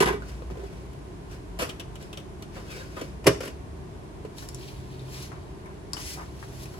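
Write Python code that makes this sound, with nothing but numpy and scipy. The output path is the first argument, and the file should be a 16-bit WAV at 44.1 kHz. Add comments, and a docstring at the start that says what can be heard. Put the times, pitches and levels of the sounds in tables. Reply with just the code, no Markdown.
"""A desktop printer's plastic cover is pressed back into place by two hands: the raised rear tray
rattles, the cover scrapes and squeaks, catches tick, then it snaps home and the case thumps on the desk.
Blows are damped modes plus noise bursts; scrapes are tiny random slips. A sheet of paper slides off a
carton and swings over the printer, hissing, buckling and bending. A small room hums low behind it all."""
import sys
import numpy as np
from scipy import signal
from scipy.fft import rfft, irfft
from scipy.io import wavfile
from scipy.ndimage import uniform_filter1d

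SR = 44100
rng = np.random.default_rng(int(sys.argv[2]) if len(sys.argv) > 2 else 0)


def output_pcm(signal):
    """Save a mono or channel-first signal as 16-bit PCM at the path in sys.argv[1].

    Samples are clipped to [-1, 1] before scaling.
    """
    pcm = np.clip(np.atleast_2d(signal).T, -1, 1) * 32767
    wavfile.write(sys.argv[1], SR, np.round(pcm).astype(np.int16))


N = 299439
T = np.arange(N) / SR
RING_T = T[:SR // 2]  # time axis of one blow
RING_N = len(RING_T)
SIDE_LAG_S = 0.00027  # extra travel to the far side

# spectrum of bending paper: (frequency [Hz], density [dB])
SHEET_FLEX = [(300, 2), (600, 4), (1000, 9), (1700, -0.5), (2600, -9), (5000, -49)]


def undb(db):
    """Decibels to gain."""
    return 10 ** (np.asarray(db) / 20)


def unit(x):
    """Scale to rms 1."""
    return x / np.sqrt(np.mean(x ** 2))


def add(out, time_s, sound):
    """Mix a sound in at time_s."""
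    start = max(0, int(time_s * SR))
    part = sound[..., :N - start]
    out[:, start:start + part.shape[-1]] += part


def colour(x, points):
    """Filter by (frequency [Hz], gain [dB]) points."""
    hz, db = np.transpose(points)
    size = x.shape[-1]
    bins_hz = np.maximum(np.fft.rfftfreq(size, 1 / SR), 1)
    gain = undb(np.interp(np.log(bins_hz), np.log(np.maximum(hz, 1)), db))
    return irfft(rfft(x) * gain, size)


def spread(pair):
    """Two unrelated signals to stereo; long waves reach both sides alike."""
    # stereo width: (frequency [Hz], side re mid [dB])
    width = [(50, -23), (120, -6), (380, -7.5), (700, 2), (1500, 1), (16000, -0.5)]
    side = colour(pair[1], width)
    return np.array([pair[0] + side, pair[0] - side])


def from_right(x):
    """Direct sound from the right reaches the left later."""
    lag = round(SIDE_LAG_S * SR)
    return np.array([np.pad(x, (lag, 0))[:len(x)], x])


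def placed(pair, bearing, direct_db, scatter_db):
    """Direct sound, near side first (bearing -1 left to 1 right), plus scatter off the cartons."""
    mid, side = (pair[0] + pair[1]) / 2, (pair[0] - pair[1]) / 2
    lag = round(min(abs(bearing), 1) * SIDE_LAG_S * SR)
    late = np.pad(mid, (lag, 0))[:len(mid)]
    direct = np.array([late, mid] if bearing > 0 else [mid, late])
    scattered = np.array([side, np.roll(side, round(0.004 * SR))])
    return undb(direct_db) * direct + undb(scatter_db) * scattered


def pan(pair, left_db):
    """Raise left over right by left_db."""
    return pair * undb(np.array([[1], [-1]]) * left_db / 2)


def noise(points, size=RING_N):
    """Coloured stereo noise, rms 1."""
    return unit(colour(spread(rng.standard_normal((2, size))), points))


def onset(rise_s):
    """A blow takes a moment to spread through the material."""
    return 1 - np.exp(-RING_T / max(rise_s, 1e-4))


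def fade(t60_s):
    """Exponential decay."""
    return np.exp(-np.log(1000) * RING_T / max(t60_s, 1e-3))


def stroke(time_s, attack_s, hold_s, release_s, depth_db=20):
    """Gain that climbs depth_db over the attack, holds, and drops as far over the release."""
    full_s = time_s + attack_s
    before = (full_s - T) / max(attack_s, 1e-3)
    after = (T - full_s - hold_s) / max(release_s, 1e-3)
    return undb(-depth_db * np.maximum(before, after).clip(0, 10))


def arch(time_s, length_s):
    """Half-sine gain."""
    return np.sin(np.pi * ((T - time_s) / length_s).clip(0, 1))


def ring(modes, t60_s):
    """Struck modes, varied per blow; neighbours swing in opposition, those above 400 Hz die sooner."""
    out = 0
    for k, (hz, db) in enumerate(modes):
        jitter_db, detune, lag = rng.standard_normal(3)
        phase = 2 * np.pi * hz * (1 + 0.003 * detune) * RING_T
        decay = fade(t60_s * min(1, 400 / hz) ** 0.25)
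        skew = np.array([[1], [-1]]) * np.tanh(lag) * min(hz / 1500, 1)  # short waves arrive out of step
        out = out + (-1) ** k * undb(db + jitter_db) * decay * np.sin(phase + skew)
    return out / np.sqrt(np.sum(undb(np.array(modes)[:, 1]) ** 2))


def friction(points, grain_db, smooth):
    """Tiny uneven slips, 1500 a second, each a noise burst, over a smooth hiss."""
    slips = (rng.random(N) < 1500 / SR) * undb(grain_db * rng.exponential(size=N).clip(0, 5))
    power = signal.lfilter([1], [1, -np.exp(-1 / (0.0053 * SR))], slips ** 2)
    envelope = np.sqrt(power / power.mean() + smooth ** 2)
    return unit(colour(spread(rng.standard_normal((2, N))) * envelope, points))


def background(air_db=-42, hum_db=-1):
    """Room noise and narrow humming resonances."""
    # room noise: (frequency [Hz], density [dB])
    air_spectrum = [(15, -26), (25, -29), (66, 4.5), (242, -12.5), (384, -2), (503, -18), (641, -14),
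                    (840, -20), (1040, -18.5), (1330, -28), (1440, -25.5), (4030, -35.5), (11300, -41.5),
                    (13200, -55), (16000, -61)]
    # hum bands: (centre [Hz], width [Hz], level [dB])
    bands = [(46.2, 22, -46.5), (74, 9.2, -56), (102.3, 2.3, -53.5), (141.6, 27.6, -49), (173.9, 5.3, -55),
             (205.8, 1.64, -54.5), (238.2, 5.3, -59), (288.6, 27, -57), (390, 106, -60.5), (924, 16, -68.5),
             (1031, 11, -70)]
    air = undb(air_db) * noise(air_spectrum, N)
    bins_hz = np.fft.rfftfreq(N, 1 / SR)
    peaks = sum(undb(db) * np.exp(-2 * ((bins_hz - hz) / width_hz) ** 2) / np.sqrt(width_hz)
                for hz, width_hz, db in bands)
    white = spread(rng.standard_normal((2, N)))
    return air + undb(hum_db) * np.sqrt(SR / 2) * irfft(rfft(white) * peaks, N)


def drones(gain_db=-1):
    """Low gliding tones swell and fade, like engines far outside."""
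    # swells: (time [s], level [dB], attack [s], hold [s], release [s], pitch after attack [Hz],
    # glide [Hz/s])
    swells = [(0, -37.5, 0.018, 0.5, 0.91, 57.6, 1.5), (1.01, -43, 0.33, 0.27, 0.2, 49, -4),
              (2.702, -42.5, 0.46, 0.13, 0.37, 63.9, 12), (3.504, -43.5, 0.24, 0.13, 0.21, 74.3, 10),
              (3.71, -42.5, 1.25, 0.22, 0.47, 130.6, 4.5), (5.505, -47.5, 0.37, 0.53, 1, 72, -13.5),
              (6.102, -44, 0.49, 0.088, .3, 130, 13.5)]
    out = 0
    for time_s, db, attack_s, hold_s, release_s, hz, glide_hz_per_s in swells:
        pitch_hz = hz + glide_hz_per_s * (T - time_s - attack_s)
        tone = np.sin(2 * np.pi * np.cumsum(pitch_hz) / SR)
        out = out + undb(gain_db + db) * stroke(time_s, attack_s, hold_s, release_s) * tone
    return np.sqrt(2) * out


def clack(edge_db, t60_s):
    """Panel modes too dense to resolve, topped by the shorter crack of the edge."""
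    # dense panel modes: (frequency [Hz], density [dB])
    panel = [(200, 1), (400, 8), (650, 3.5), (800, -1.5), (1100, 2.5), (1500, -3.5), (2000, -8),
             (2900, -18), (3500, -12.5), (6000, -39)]
    # edge crack: (frequency [Hz], density [dB])
    edge = [(1500, -3.5), (2400, 0.5), (2950, 2), (3300, -2.5), (3900, -9.5), (4400, -4), (5200, -4),
            (7000, -7.5), (9000, -9), (11500, -5.5), (13000, -17), (16000, -25)]
    return noise(panel) * fade(t60_s) + undb(edge_db) * noise(edge) * fade(0.73 * t60_s)


def tray(gain_db=-3, dulling_db_per_s=80):
    """The released tray bounces in its hinges, dying down and dulling, each time on another spot."""
    # bounces: (time [s], level [dB], spot ring [dB], spot pitch [Hz])
    bounces = [(0.003, -13, -19, 430), (0.008, -22.5, 17, 398), (0.022, -16, 4, 444),
               (0.027, -18.5, 11, 950), (0.057, -17, -9, 363), (0.073, -18.5, 6, 408),
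               (0.084, -18, -5, 440), (0.104, -25, 11, 393), (0.124, -24.5, -3, 365),
               (0.139, -33.5, 15.5, 409), (0.153, -33.5, 6, 278), (0.17, -47, 11, 384)]
    # tray modes: (frequency [Hz], level [dB])
    modes = [(114, -17), (144, 2), (213, -12), (289, -11), (345, -18), (455, -7), (806, -3), (875, -6),
             (962, -7), (1080, -8), (1510, 1), (1640, 2), (1880, 1), (2000, -4), (2280, -2), (2780, -6)]
    # thin tray, no hollow body: (frequency [Hz], clack gain [dB])
    thinness = [(440, 0), (570, -10.5), (780, -0.5), (1000, 1), (1300, -3), (2000, -0.5)]
    out = np.zeros((2, N))
    for time_s, db, spot_db, hz in bounces:
        spot = undb(spot_db - 0.5) * ring([(hz, 0)], t60_s=32 / hz)
        hit = colour(clack(edge_db=-3 - dulling_db_per_s * time_s, t60_s=0.098), thinness)
        body = undb(-3) * ring(modes, t60_s=0.115)
        add(out, time_s, undb(gain_db + db) * onset(rise_s=0.00055) * (hit + body + spot))
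    return out


def rubs(gain_db=-3):
    """The cover scrapes grittily along its seat; fingers slide over it."""
    # strokes: (time [s], level [dB], attack [s], hold [s], release [s])
    strokes = [(0.185, -45.5, 0.098, .01, 0.19), (0.47, -54.5, 0.21, 0.082, 0.35),
               (1.286, -46.5, 0.026, 0.029, 0.064), (1.983, -46.5, 0.028, .01, 0.11),
               (2.499, -46, 0.055, .01, 0.13), (2.623, -41, 0.085, 0.078, 0.12),
               (2.876, -41, 0.11, .015, 0.15), (3.4, -39.5, 0.01, 0.064, 0.063)]
    # plastic and skin on the case: (frequency [Hz], density [dB])
    spectrum = [(300, -1), (550, 12), (800, -19), (1500, 4), (1900, -3), (2400, 0.5), (2700, -1.5),
                (3100, -5), (4000, -7), (5000, -3), (7000, -9.5), (11500, -12), (13000, -19), (16000, -20)]
    pressure = sum(undb(db) * stroke(time_s, *shape_s) for time_s, db, *shape_s in strokes)
    return undb(gain_db) * pressure * friction(spectrum, grain_db=3.5, smooth=0.3)


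def touches(gain_db=2, pat_db=-10):
    """Soft skin wakes only the lowest mode of the spot it lands on, with a faint pat."""
    # hands on the case: (time [s], level [dB], pitch [Hz], pat t60 [s])
    contacts = [(0.221, -29, 1490, 0.025), (0.421, -31, 488, 0.031), (0.508, -34.5, 383, 0.1),
                (0.57, -36.5, 420, 0.084), (0.593, -38, 390, 0.29), (0.634, -36, 394, 0.13),
                (4.249, -30, 423, 0.052)]
    pat_spectrum = [(150, -35), (450, 5), (800, -4), (2500, -15.5), (10000, -27.5), (14000, -36)]
    out = np.zeros((2, N))
    for time_s, db, hz, t60_s in contacts:
        pat = undb(pat_db) * noise(pat_spectrum) * fade(t60_s)
        add(out, time_s, undb(gain_db + db) * onset(rise_s=0.00062) * (ring([(hz, 0)], t60_s) + pat))
    return out


def thumps():
    """The whole printer rocks on the desk."""
    # jolts: (time [s], level [dB])
    jolts = [(0.51, -28), (1.624, -36), (3.2686, -11.5)]
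    # printer-on-desk modes: (frequency [Hz], level [dB])
    modes = [(112, -2), (128, 3.5), (163, 1.5), (197, -6.5), (245, 0.5)]
    out = np.zeros((2, N))
    for time_s, db in jolts:
        add(out, time_s, undb(db) * onset(rise_s=0.00052) * ring(modes, t60_s=0.14))
    return out


def catches(gain_db=-2):
    """Springy hooks flick past their ledges: a tick, a dry click, a short bright ring."""
    # flicks: (time [s], level [dB], hook ring [dB], click [dB])
    flicks = [(0.932, -53, -8, 4), (1.691, -36.5, -1, -2), (1.695, -30, 1, -14), (1.7971, -37, 9, 2),
              (1.801, -37.5, 11.5, 0), (1.807, -40, -3, -6), (1.955, -38.5, -10, -1),
              (2.026, -49, -13, 7.5), (2.129, -34.5, 3, -6), (2.173, -33, 6, -7.5), (2.18, -52, -8, -10),
              (2.2, -45, -10, -6), (2.423, -43, -14, 6), (2.425, -41.5, -14, 1)]
    # hook modes: (frequency [Hz], level [dB])
    hook_modes = [(2660, -8), (3020, -6), (3330, -10), (3650, -7), (4500, -13), (5750, -10)]
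    # tick: (frequency [Hz], density [dB])
    tick_spectrum = [(300, 12), (560, 15.5), (800, -6), (1250, 5.5), (1800, -3), (2300, 2.5), (2950, 6),
                     (3600, 4), (4200, -7), (5500, -3.5), (6500, -8), (8500, -5), (12000, -15),
                     (16000, -14)]
    # dry click: (frequency [Hz], density [dB])
    click_spectrum = [(1500, -3), (2600, -1), (3600, -1), (4400, -4), (7000, -2), (9000, -2), (11500, -2),
                      (13000, -10), (16000, -24)]
    out = np.zeros((2, N))
    for time_s, db, hook_db, click_db in flicks:
        hook = undb(hook_db - 1) * ring(hook_modes, t60_s=0.036)
        tick = noise(tick_spectrum) * fade(t60_s=0.071)
        click = undb(click_db) * from_right(noise(click_spectrum)[0] * fade(t60_s=0.024))
        add(out, time_s, undb(gain_db + db) * onset(rise_s=0.0003) * (tick + hook + click))
    return out


def knocks(gain_db=-3):
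    """The cover meets the case: each blow clacks and rings cover, struck panel and hollow case."""
    # blows: (time [s], level [dB], case ring [dB], edge [dB], clack t60 [s], panel pitch [Hz],
    # panel ring [dB], contact [s], bearing [0 ahead, 1 right])
    blows = [(1.588, -27.5, -18, 0, 0.43, 507, -18, 0.0017, 0.89),
             (1.600, -27.5, -12, -4, 0.2, 620, -22, .001, 0.95),
             (1.620, -23.5, -5, 1.5, 0.063, 505, 6, .0007, 1),
             (1.630, -30, -10, 1, 0.13, 497, -4, 0.00045, 0.88),
             (2.563, -33, -20, -11, 0.18, 554, 0.5, 0.003, 0.5),
             (2.967, -30.5, -4, -16, 0.22, 1236, -1, 0.0016, 0.96),
             (3.0128, -34.5, 10.5, 5.5, 0.047, 470, 6, 0.00035, 1),
             (3.2422, -32.5, -9, -1, 0.062, 520, -10, .0008, 0.097),
             (3.259, -25.5, 5, -20, 0.066, 356, 12, .0015, 0),
             (3.2626, -25, -2, 4, 0.067, 387, -6, 0.0028, 0),
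             (3.2669, -8.5, 4.5, 3.5, 0.064, 452, -4, 0.0012, 0),
             (3.2761, -12.5, -6, 3.5, 0.037, 403, 6.5, .0007, 0.13),
             (3.288, -24, -7, -7, 0.17, 390, 9.5, 0.00089, 0.063),
             (3.405, -30, -25, 1, 0.069, 522, 7, 0.001, 0), (3.431, -36, 7, 2, 0.1, 460, -4, 0.0011, 0),
             (3.452, -36, 0, 4, 0.061, 436, -12, .0006, 0),
             (3.476, -33.5, 4, 2, 0.055, 403, -2, 0.00085, 0.038)]
    # case modes: (frequency [Hz], level [dB])
    case_modes = [(250, 0.5), (289, 4), (320, 0), (388, -3), (450, -3), (544, 1.5), (634, -1.5),
                  (1015, -26), (1140, -16), (1395, -22)]
    # cover modes: (frequency [Hz], level [dB])
    cover_modes = [(1828, 5.5), (1920, -1), (2070, -10), (2235, -11), (2408, 1.5), (2610, 2), (2675, -1),
                   (2815, -2), (5250, -4), (6450, -11), (7660, -4)]
    out = np.zeros((2, N))
    for time_s, db, case_db, edge_db, t60_s, panel_hz, panel_db, contact_s, bearing in blows:
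        case = undb(case_db + 2) * ring(case_modes, t60_s=0.125)
        panel = undb(panel_db + 1) * ring([(panel_hz, 0), (panel_hz * 2.65, -9)], t60_s=0.076)
        cover = undb(-6) * ring(cover_modes, t60_s=0.09)
        blow = onset(contact_s) * (clack(edge_db, t60_s) + cover + case + panel)
        add(out, time_s, undb(gain_db + db) * placed(blow, bearing, direct_db=-0.5, scatter_db=-2))
    return out


def squeaks(waver_hz=95):
    """The dragged cover sticks and slips at a resonance; uneven grip shakes pitch and level."""
    # squeaks: (time [s], level [dB], length [s], pitch [Hz])
    slips = [(2.674, -58, 0.062, 3400), (2.68, -50, 0.055, 2640), (2.714, -49, 0.045, 2400),
             (2.76, -53, 0.071, 3790), (2.801, -46, 0.03, 1530), (2.975, -51, 0.074, 3190)]
    waver, grip = unit(uniform_filter1d(rng.standard_normal((2, N)), size=110))
    tones = 0
    for time_s, db, length_s, hz in slips:
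        phase = 2 * np.pi * np.cumsum(hz + waver_hz * waver) / SR
        tones = tones + undb(db) * arch(time_s, length_s) * np.sin(phase)
    return from_right(tones * (1 + grip / 2))


def shimmer(x, depth_db, rate_hz=18, bands=18):
    """As the sheet changes shape, each band wavers in level on its own."""
    log_hz = np.log(np.maximum(np.fft.rfftfreq(N, 1 / SR), 1))
    log_centres = np.log(np.geomspace(1500, 12000, bands))
    spectrum, out = rfft(x), 0
    for share, levels in zip(np.eye(bands), rng.standard_normal((bands, 512))):
        band = irfft(spectrum * np.interp(log_hz, log_centres, share), N)
        waver = np.interp(T * rate_hz, np.arange(len(levels)), levels)
        out = out + band * undb(depth_db * waver)
    return unit(out)


def slides(hiss_gain_db=1.5):
    """The sheet hisses over the ribbed carton, then through the fingers; bearing on the carton rasps."""
    # pulls: (time [s], hiss [dB], rasp [dB], attack [s], hold [s], release [s])
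    pulls = [(4.341, -49.5, -56, 0.038, 0.017, 0.22), (4.515, -55, -54, 0.1, 0.017, 0.43),
             (4.852, -73, -63, 0.072, 0.24, 1), (5.061, -47, -55, 0.084, 0.091, 0.073),
             (5.932, -42, -68, 0.046, 0.16, 0.067), (6.157, -61, -65, 0.041, 0.05, 0.18),
             (6.304, -58, -62.5, 0.097, 0.68, 0.16), (6.525, -52.5, -62, 0.079, 0.032, 0.029)]
    # paper hiss: (frequency [Hz], density [dB])
    hiss_spectrum = [(900, -13), (2000, -0.5), (3600, -3), (5600, 2.5), (7500, -2.5), (9300, -2.5),
                     (11500, -2), (13000, -10.5), (16000, -11)]
    # carton rasp: (frequency [Hz], density [dB])
    rasp_spectrum = [(1500, -37), (2400, 1.5), (3100, 0.5), (3900, 1.5), (4800, 0.5), (7000, -22)]
    hiss = shimmer(friction(hiss_spectrum, grain_db=3.3, smooth=0.4), depth_db=1.1)
    rasp = friction(rasp_spectrum, grain_db=5.5, smooth=0.54)
    return sum(stroke(time_s, *shape_s) * (undb(hiss_gain_db + hiss_db) * hiss + undb(rasp_db) * rasp)
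               for time_s, hiss_db, rasp_db, *shape_s in pulls)


def crinkles():
    """A kink pops through with a crisp snap and a tick pitched by its size; the sheet around it flaps."""
    # buckles: (time [s], level [dB], flap [dB], kink pitch [Hz], kink ring [dB])
    buckles = [(4.383, -34, -13, 4100, 2), (4.424, -45, 7, 4000, 0), (4.4877, -27.5, -17, 4860, -13),
               (4.546, -29.5, -37, 6200, -4), (4.994, -48.5, -6, 3780, 6), (5.084, -49, 2, 3060, 4),
               (5.318, -53, 19, 1940, 5), (5.659, -47, -4, 2240, 6.5), (5.9334, -22, -13, 5010, 1.5),
               (5.9673, -39, 7, 3000, 6), (6.427, -46.5, 13.5, 1090, 7), (6.6563, -40.5, -2, 2640, 2)]
    # paper snap: (frequency [Hz], density [dB])
    snap_spectrum = [(1500, -14), (3800, -1), (4600, -7), (5400, 10), (6200, 0), (7100, 7), (8800, -1.5),
                     (11000, 5.5), (13000, -17), (16000, -16)]
    out = np.zeros((2, N))
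    for time_s, db, flap_db, hz, kink_db in buckles:
        peak = [(hz / 2, -40), (hz / 1.14, -19), (hz, 0), (hz * 1.14, -19), (hz * 2, -40)]
        kink = undb(kink_db - 5) * noise(peak) * fade(t60_s=0.024)
        snap = undb(-5) * noise(snap_spectrum) * fade(t60_s=0.021)
        flap = undb(flap_db - 4) * noise(SHEET_FLEX) * fade(t60_s=0.064)
        add(out, time_s, undb(db) * onset(rise_s=0.0001) * (snap + kink + flap))
    return out


def flexes(gain_db=-1):
    """Each bend of the sheet gives a dull flutter."""
    # bends: (time [s], level [dB], length [s])
    bends = [(4.397, -55, .08), (5.092, -50.5, 0.2), (5.28, -49, 0.15), (5.614, -49, 0.12),
             (5.942, -45, 0.083), (6.154, -39, 0.097), (6.71, -51.5, 0.15)]
    bending = sum(undb(db) * arch(time_s, length_s) for time_s, db, length_s in bends)
    return undb(gain_db) * bending * friction(SHEET_FLEX, grain_db=4.5, smooth=0.8)


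def desk_balance(pair):
    """The desk favours one side or the other, depending on frequency."""
    # balance: (frequency [Hz], left over right [dB])
    balance = [(200, 0), (390, -4.5), (560, 3.5), (1300, 0.5), (4400, 2.5), (8000, 0)]
    left = colour(pair[0], [(hz, db / 2) for hz, db in balance])
    right = colour(pair[1], [(hz, -db / 2) for hz, db in balance])
    return np.array([left, right])


def room(dry, early_db=-8.5, tail_db=-13.5, gap_s=0.0035):
    """Quick bright echoes off desk, cartons and wall, then the room's short tail."""
    def echoes(points, t60_s):
        response = noise(points) * fade(t60_s) * (RING_T > gap_s)
        return response / np.sqrt(np.sum(response ** 2) / 2)
    early = echoes([(400, -18.5), (1500, 8), (6000, 2.5), (16000, -4)], t60_s=0.053)
    tail = echoes([(80, -2), (400, 6), (1500, 4), (6000, 9.5), (16000, -5)], t60_s=0.34)
    return dry + signal.fftconvolve(dry, undb(early_db) * early + undb(tail_db) * tail, axes=1)[:, :N]


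def scene():
    """Printer ahead, handled at its right side; paper to the left."""
    sliding = placed(slides() + flexes(), bearing=-1, direct_db=0.5, scatter_db=-0.5)
    sheet = pan(sliding, left_db=2) + pan(crinkles(), left_db=6)
    handling = placed(tray() + touches() + rubs(), bearing=0.97, direct_db=0, scatter_db=0.5)
    printer = desk_balance(knocks() + thumps() + handling + catches() + squeaks())
    return room(printer + sheet) + background() + drones()


def record(dry):
    """Rumble cut, soft peak limit, 16 kHz low-pass."""
    trimmed = colour(dry, [(25, -34), (36, -12), (47, -0.5)])
    limited = 1.3 * np.tanh(trimmed / 1.3)
    return signal.sosfilt(signal.ellip(8, 0.2, 70, 16000, fs=SR, output="sos"), limited)


dry = scene()
out = record(dry)
output_pcm(out)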